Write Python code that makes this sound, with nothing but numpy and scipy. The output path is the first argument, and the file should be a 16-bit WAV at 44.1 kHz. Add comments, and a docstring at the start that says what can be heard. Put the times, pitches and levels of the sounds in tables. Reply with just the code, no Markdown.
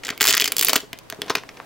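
"""Small sharp snaps are heard first, crowding into a crackling run: a thin film is pulled off a hand-held slab.
The glue lets go in jerks; each is a first crack and a swarm of tiny cracks, filtered to its own colour.
Damped low modes make the slab thud with the snaps and knock under the fingers; dense faint ticks make the
film rustle. After the run the loose film crinkles now and then. A short decaying-noise tail, quiet noise and
a low hum lie underneath in the quiet room."""
import sys
import numpy as np
from scipy import signal
from scipy.fft import rfft, irfft
from scipy.io import wavfile
from scipy.ndimage import uniform_filter1d

SR = 44100
rng = np.random.default_rng(int(sys.argv[2]) if len(sys.argv) > 2 else 0)


def persist_wave(psi):
    """Save psi, clipped to +-1, as 16-bit WAV."""
    counts = np.round(np.clip(psi, -1, 1) * 32767).astype(np.int16)
    wavfile.write(sys.argv[1], SR, np.atleast_2d(counts).T)


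N = 72765  # length in samples


def undb(db):
    """Level to amplitude: decibels become a gain."""
    return 10 ** (np.asarray(db) / 20)


def shape(table, hz):
    """Spectral envelope: interpolate (f/Hz, value) points on a log-frequency axis."""
    table = np.array(table, float)
    return np.interp(np.log(hz + 1), np.log(table[:, 0] + 1), table[:, 1])


def causal(db):
    """Minimum phase: fold the cepstrum of a gain in dB per bin onto positive time."""
    cepstrum = irfft(db * np.log(10) / 20)
    half = cepstrum.shape[-1] // 2
    cepstrum[..., 1:half] *= 2
    cepstrum[..., half + 1:] = 0
    return np.exp(rfft(cepstrum))


def coloured(x, table):
    """Linear filtering: weight the spectrum by (f/Hz, level/dB) points, then set the rms to 1."""
    hz = np.arange(N // 2 + 1) * SR / N
    y = irfft(rfft(x) * undb(shape(table, hz)), N)
    return y / np.sqrt(np.mean(y ** 2))


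def unit(x):
    """Energy normalisation: each row gets energy 1."""
    return x / np.sqrt(np.sum(x ** 2, axis=-1, keepdims=True))


def place(rows, times):
    """Superposition: add short sounds at their times in seconds."""
    out = np.zeros(N + rows.shape[1])
    for row, s in zip(rows, times):
        start = int(s * SR)
        out[start:start + len(row)] += row
    return out[:N]


def resonance_db(ratio, db, q=4.5):
    """Resonance: a narrow peak in dB at frequency ratio 1, of sharpness q."""
    return db / (1 + (q * (ratio - 1 / ratio)) ** 2)


# snaps of the film, levels before the shared colour:
# t/s, burst length/ms, body f/Hz, body level/dB, high-mid level/dB, treble level/dB
SNAP_EVENTS = [(0.035, 2.4, 2240, -31.5, -34.5, -50), (0.0488, 2.2, 5400, -33.5, -25, -41),
               (0.0553, 2.1, 2170, -32.5, -40, -46), (0.0684, 1.5, 3380, -31, -27.5, -39),
               (0.082, 1.1, 1590, -29.5, -35, -38), (0.0902, 0.48, 1900, -21, -27.5, -39),
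               (0.0998, 1.2, 2040, -36, -42, -43), (0.1033, 1.2, 2130, -22.5, -23.5, -38),
               (0.1236, 3, 1150, -32.5, -54, -56), (0.1774, 0.9, 2300, -34.5, -54, -33.5),
               (0.203, 0.43, 2520, -23.5, -45, -42), (0.2086, 1.5, 2080, -11.5, -16.5, -16),
               (0.217, 0.82, 2400, -19.5, -11.5, -13), (0.2277, 1.5, 2090, -19.5, -13.5, -19),
               (0.2408, 1.4, 2000, -22.5, -12.5, -22), (0.2531, 1.1, 2060, -16, -18, -16),
               (0.261, 1.3, 2300, -21, -21.5, -21), (0.2712, 0.29, 3030, -23, -5.5, -7),
               (0.2781, 0.89, 2600, -17.5, -11.5, -18), (0.2856, 0.59, 2640, -17.5, -8, -13),
               (0.2891, 1.3, 2940, -20.5, -31, -26), (0.2935, 0.72, 2700, -25, -12, -24),
               (0.2969, 2.6, 3050, -20.5, -23, -21), (0.3024, 1.9, 2970, -36, -14, -25),
               (0.3075, 1.25, 2520, -18, -16, -16.5), (0.3134, 1.3, 2600, -19, -31, -53),
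               (0.3266, 0.61, 2480, -21, -13, -22), (0.3368, 1.2, 2000, -20.5, -12, -31),
               (0.3426, 0.2, 2230, -18.5, -9.5, -56), (0.35, 1.1, 2040, -21, -20, -17.5),
               (0.3684, 1.2, 2140, -20.5, -17, -45), (0.3713, 1.6, 2020, -21, -55, -14.5),
               (0.3793, 0.2, 2020, -17, -11.5, -31.5), (0.3992, 0.7, 3190, -19, -16.5, -23),
               (0.4063, 0.8, 2470, -20.5, -45, -16), (0.413, 0.79, 3400, -32, -11, -28),
               (0.4197, 2, 3170, -15, -38, -28), (0.4425, 1.2, 3100, -18, -20, -21.5),
               (0.4544, 2.7, 2380, -24, -21, -24), (0.4579, 1.1, 2770, -37, -16, -47),
               (0.4773, 1.44, 1950, -24, -18.5, -23), (0.5202, 1.32, 2460, -23.5, -20, -15.5),
               (0.5669, 0.65, 3420, -23.5, -20, -17), (0.5828, 1.16, 3450, -22, -21, -18),
               (0.5932, 1.35, 4410, -16.5, -17.5, -15.5), (0.603, 0.95, 3340, -39, -26, -36),
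               (0.6115, 0.9, 2760, -24, -13.5, -14.5), (0.6254, 1.4, 2210, -19, -19, -17),
               (0.632, 1.2, 2930, -25.5, -23.5, -20), (0.6477, 0.29, 3760, -12.5, -10.5, -2.5),
               (0.6686, 2.4, 4540, -21, -18, -45), (0.6842, 0.76, 2390, -17, -36, -9.5),
               (0.693, 3.6, 2320, -15.5, -12, -19), (0.7325, 0.35, 1330, -14.5, -5.5, -8),
               (0.7572, 1.3, 1300, -17, -11, -20), (0.761, 1.55, 2640, -13.5, -38, -15),
               (0.9309, 0.65, 3100, -24.5, -39, -36), (0.9882, 0.81, 2920, -40, -32.5, -39.5),
               (1.1004, 0.6, 2400, -28, -23.5, -30.5), (1.1248, 0.65, 1720, -27, -29, -46),
               (1.2185, 0.47, 3350, -17.5, -43, -54), (1.2791, 6, 1820, -31, -30, -80),
               (1.2969, 3.8, 2240, -20, -16.5, -32.5), (1.303, 2, 1050, -20, -13.5, -79),
               (1.352, 1.9, 3000, -14, -37, -28.5), (1.3538, 0.33, 1270, -22.5, -15, -84),
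               (1.3693, 2.2, 1400, -34, -25, -46), (1.3819, 1.6, 1240, -33, -24, -59),
               (1.4355, 0.58, 1140, -34.5, -44, -56), (1.4906, 1.13, 2350, -35.5, -30, -77),
               (1.5709, 1.6, 2360, -38.5, -37, -98), (1.6009, 0.22, 1120, -30.5, -62, -79)]
# side against mid signal: f/Hz, level/dB
SIDE_LEVEL = [(500, -12), (2400, -23.5), (4400, -10), (8100, -6.5), (15000, -5.5)]
REF_S = 0.004  # reference duration for the snap levels
BUMP_DB, BUMP_HZ = 2.5, 600  # chance resonances: size, smoothing width
THUD_DB = -16  # push on the slab against the snap's body


def snaps(size=2048):
    """Stick-slip release: each jerk of the glue excites film and slab; gives mid, side and push."""
    rows = np.array(SNAP_EVENTS, float)
    chance = rng.standard_normal((len(rows), 6, size))
    hz = np.arange(size // 2 + 1) * SR / size
    width = max(int(BUMP_HZ * size / SR), 2)

    def smooth(v):
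        once = uniform_filter1d(v[:, :len(hz)], width)
        return uniform_filter1d(once, width)

    burst, fade = crack_swarm(rows[:, 1:2], chance, hz, smooth)
    gain = snap_colour(rows, hz)
    mid_gain, side_gain = (gain + BUMP_DB * np.sqrt(width) * smooth(chance[:, i]) for i in (3, 4))
    mid = irfft(burst * causal(mid_gain))
    side = irfft(burst * causal(side_gain))
    # a quarter-period phase shift on top of the side level
    side = irfft(rfft(side) * 1j * undb(shape(SIDE_LEVEL, hz)))
    push = unit(chance[:, 5] * fade) * undb(rows[:, 3:4] + THUD_DB) * np.sqrt(REF_S * SR)
    return [place(v, rows[:, 0]) for v in (mid, side, push)]


RISE = 0.058  # swell time in ms per squared ms of burst length
GRAIN_DB, SPIKE_DB = 6, 3  # unevenness of the cracks; first crack, before weakening with burst length
RING_DB, RING_MS, RING_HZ = -9.5, 13.7, 5000  # the film rings on: level, decay time, dulling corner


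def crack_swarm(length_ms, chance, hz, smooth):
    """Impulsive excitation: a first crack, an uneven noise swarm and a duller ring; spectra and fade."""
    ms = np.arange(chance.shape[-1]) / SR * 1000
    fade = np.exp(-ms / length_ms / 2) * (1 - np.exp(-ms / (RISE * length_ms ** 2)))
    swarm = unit(chance[:, 0] * undb(GRAIN_DB * chance[:, 1]) * fade)
    swarm[:, 0] -= undb(SPIKE_DB) / (1 + length_ms[:, 0] ** 2)
    ring_fade = np.exp(-ms / RING_MS) * (1 - np.exp(-ms / length_ms))
    ring = rfft(unit(chance[:, 2] * ring_fade))
    burst = rfft(swarm)
    # flatten the broad spectrum before the snap's colour is applied
    burst = burst * causal(-10 * np.log10(smooth(np.abs(burst) ** 2)))
    return burst + undb(RING_DB) * ring / (1 + (hz / RING_HZ) ** 2), fade


# colour shared by all snaps: f/Hz, level/dB
SHARED_COLOUR = [(40, -64), (450, 0), (1100, -0.5), (7300, -7.5), (9000, -6.5), (15000, -0.5)]
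# resonances of the taut film, in every snap while it is pulled: f/Hz, level/dB
FILM_RESONANCES = [(2060, 3), (3250, 5), (4750, 6), (7250, 8)]
# limits of the high-mid and treble bands: f/Hz
BAND_EDGES = [4200, 8500, 16000]
BODY_Q, PEAK_DB = 0.5, 3.5  # sharpness of the body resonance; narrow ring on its pitch
TAUT_UNTIL_S = 0.8  # the film comes free


def snap_colour(rows, hz):
    """Source-filter principle: body resonance, upper bands and taut-film resonances as gain in dB."""
    edges = np.array(BAND_EDGES, float)
    centres = np.sqrt(edges[1:] * edges[:-1])
    density = rows[:, 4:] + 10 * np.log10(REF_S * SR * SR / 2 / np.diff(edges))
    top_db = [shape(list(zip(centres, d)), hz) for d in density]
    top = undb(top_db) ** 2 / (1 + (edges[0] / (hz + 1)) ** 4)
    pitch = rows[:, 2:3]
    ratio = (hz + 1) / pitch
    body = undb(rows[:, 3:4]) ** 2 * REF_S * SR * SR * BODY_Q / np.pi / pitch
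    body = body / (1 + (BODY_Q * (ratio - 1 / ratio)) ** 2) ** 3 * 3
    body = body * undb(resonance_db(ratio, PEAK_DB)) ** 2
    film = sum(resonance_db((hz + 1) / f, db) for f, db in FILM_RESONANCES)
    taut = rows[:, :1] < TAUT_UNTIL_S
    return shape(SHARED_COLOUR, hz) + film * taut + 10 * np.log10(body + top)


# modes of the slab in the hand, levels before the low cut: f/Hz, level/dB, t60/s
SLAB_MODES = [(146, -8.5, 0.023), (302.5, 2, 0.039), (428.2, 8, 0.051), (657.5, 3.5, 0.049),
              (990, 2, 0.036)]
# soft knocks of the fingers and larger tugs: t/s, peak level/dB
FINGER_KNOCKS = [(0.084, -31), (0.103, -24), (0.289, -21), (0.61, -28), (0.691, -21), (0.732, -23),
                 (0.758, -20), (0.833, -31), (0.9305, -32.5), (1.01, -42), (1.126, -28.5), (1.189, -30.5),
                 (1.235, -28.5), (1.271, -33), (1.3, -15.5), (1.349, -32.5), (1.37, -26)]
KNOCK_MS, LOW_CUT_HZ = 4.56, 112
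KNOCK_SCATTER_DB = 2.5  # each knock wakes the modes differently


def slab(push, size=4096):
    """Modal superposition: damped low modes answer every snap and every knock."""
    t = np.arange(size) / SR
    modes = [undb(db) * np.sin(2 * np.pi * hz * t) * np.exp(-np.log(1000) * t / t60)
             for hz, db, t60 in SLAB_MODES]
    low_cut = signal.butter(2, LOW_CUT_HZ, "high", fs=SR, output="sos")
    modes = signal.sosfilt(low_cut, modes)
    response = unit(modes.sum(axis=0))
    rows = np.array(FINGER_KNOCKS, float)
    scatter = undb(KNOCK_SCATTER_DB * rng.standard_normal((len(rows), len(SLAB_MODES))))
    contact = rng.standard_normal((len(rows), size)) * np.exp(-t * 1000 / KNOCK_MS)
    knocks = signal.fftconvolve(contact, scatter @ modes, axes=1)
    knocks *= undb(rows[:, 1:]) / np.abs(knocks).max(axis=1, keepdims=True)
    thuds = signal.fftconvolve(push, response)[:N]
    return thuds + place(knocks, rows[:, 0])


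# rustle of the film between snaps: t/s, level/dB
RUSTLE_LEVEL = [(.015, -55), (0.032, -44.5), (.14, -48), (.19, -46), (.3, -53), (0.777, -36.5),
                (0.881, -73.5), (1.292, -40.5), (1.45, -51.5), (1.6, -47.5)]
# its relative spectrum: f/Hz, level/dB
RUSTLE_SPECTRUM = [(40, -31), (300, 6), (3000, -14), (12000, -25.5)]
RUSTLE_PER_S = 3000  # mean tick rate


def rustle():
    """Shot noise: random dense faint ticks of the moving film, filtered and swelled."""
    ticks = (rng.random(N) < RUSTLE_PER_S / SR) * rng.standard_normal(N)
    s, db = np.array(RUSTLE_LEVEL, float).T
    level = undb(np.interp(np.arange(N) / SR, s, db))
    return level * coloured(ticks, RUSTLE_SPECTRUM)


# reverberation time of the room: f/Hz, t60/s
ROOM_DECAY = [(300, 0.13), (3000, 0.22), (14000, 0.24)]
ROOM_DB, ROOM_RISE_S, ROOM_DULL_HZ = -16.5, 0.00088, 8200
ROOM_ALIKE = 1  # 1: same tail left and right


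def room(x, size=16384):
    """Diffuse reverberation: convolution with dull noise decaying exponentially in octave bands."""
    t, hz = np.arange(size) / SR, np.arange(size // 2 + 1) * SR / size
    noise = rng.standard_normal((3, size))
    noise = ROOM_ALIKE * noise[0] + np.sqrt(1 - min(ROOM_ALIKE, 1) ** 2) * noise[1:]
    spectrum = rfft(noise) / (1 + (hz / ROOM_DULL_HZ) ** 2)
    tail = 0
    for centre in 125 * 2. ** np.arange(8):
        weight = np.clip(1 - np.abs(np.log2((hz + 1) / centre)), 0, 1)
        band = irfft(spectrum * weight)
        tail = tail + band * np.exp(-np.log(1000) * t / shape(ROOM_DECAY, centre))
    tail = unit(tail * (1 - np.exp(-t / ROOM_RISE_S)))
    return undb(ROOM_DB) * signal.fftconvolve(x[None], tail, axes=1)[:, :N]


# relative spectrum of the room noise: f/Hz, level/dB
AIR_SPECTRUM = [(30, -6), (430, -4.5), (4000, -21.5), (8000, -28), (16000, -31.5)]
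AIR_DB = -48  # rms
HUM_HZ, HUM_DB = 118.8, -61.5  # level is rms


def air():
    """Stationary background: noise independent in each channel, and a sinusoidal mains hum."""
    noise = np.array([coloured(n, AIR_SPECTRUM) for n in rng.standard_normal((2, N))]) * undb(AIR_DB)
    hum = np.sqrt(2) * undb(HUM_DB) * np.sin(2 * np.pi * HUM_HZ * np.arange(N) / SR)
    return noise + hum


# left over right: f/Hz, level/dB
LEFT_OVER_RIGHT = [(4000, 1), (8000, -0.7), (12000, -0.2)]


def scene():
    """Mid-side superposition: film and slab close by, their tail, then the background."""
    mid, side, push = snaps()
    mid = mid + slab(push) + rustle()
    sign = np.array([[1], [-1]])  # left, right
    hz = np.arange(N // 2 + 1) * SR / N
    lean = undb(sign * shape(LEFT_OVER_RIGHT, hz) / 2)
    stereo = mid + side * sign + room(mid)
    return irfft(rfft(stereo) * lean, N) + air()


def record(dry):
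    """Saturation and band limiting: the camera clips at full scale and cuts the top."""
    clipped = np.clip(dry, -1.0, 1.0)
    top_cut = signal.ellip(10, .2, 70, 15800, fs=SR, output="sos")  # passband edge in Hz
    return signal.sosfilt(top_cut, clipped)


dry = scene()
out = record(dry)
persist_wave(out)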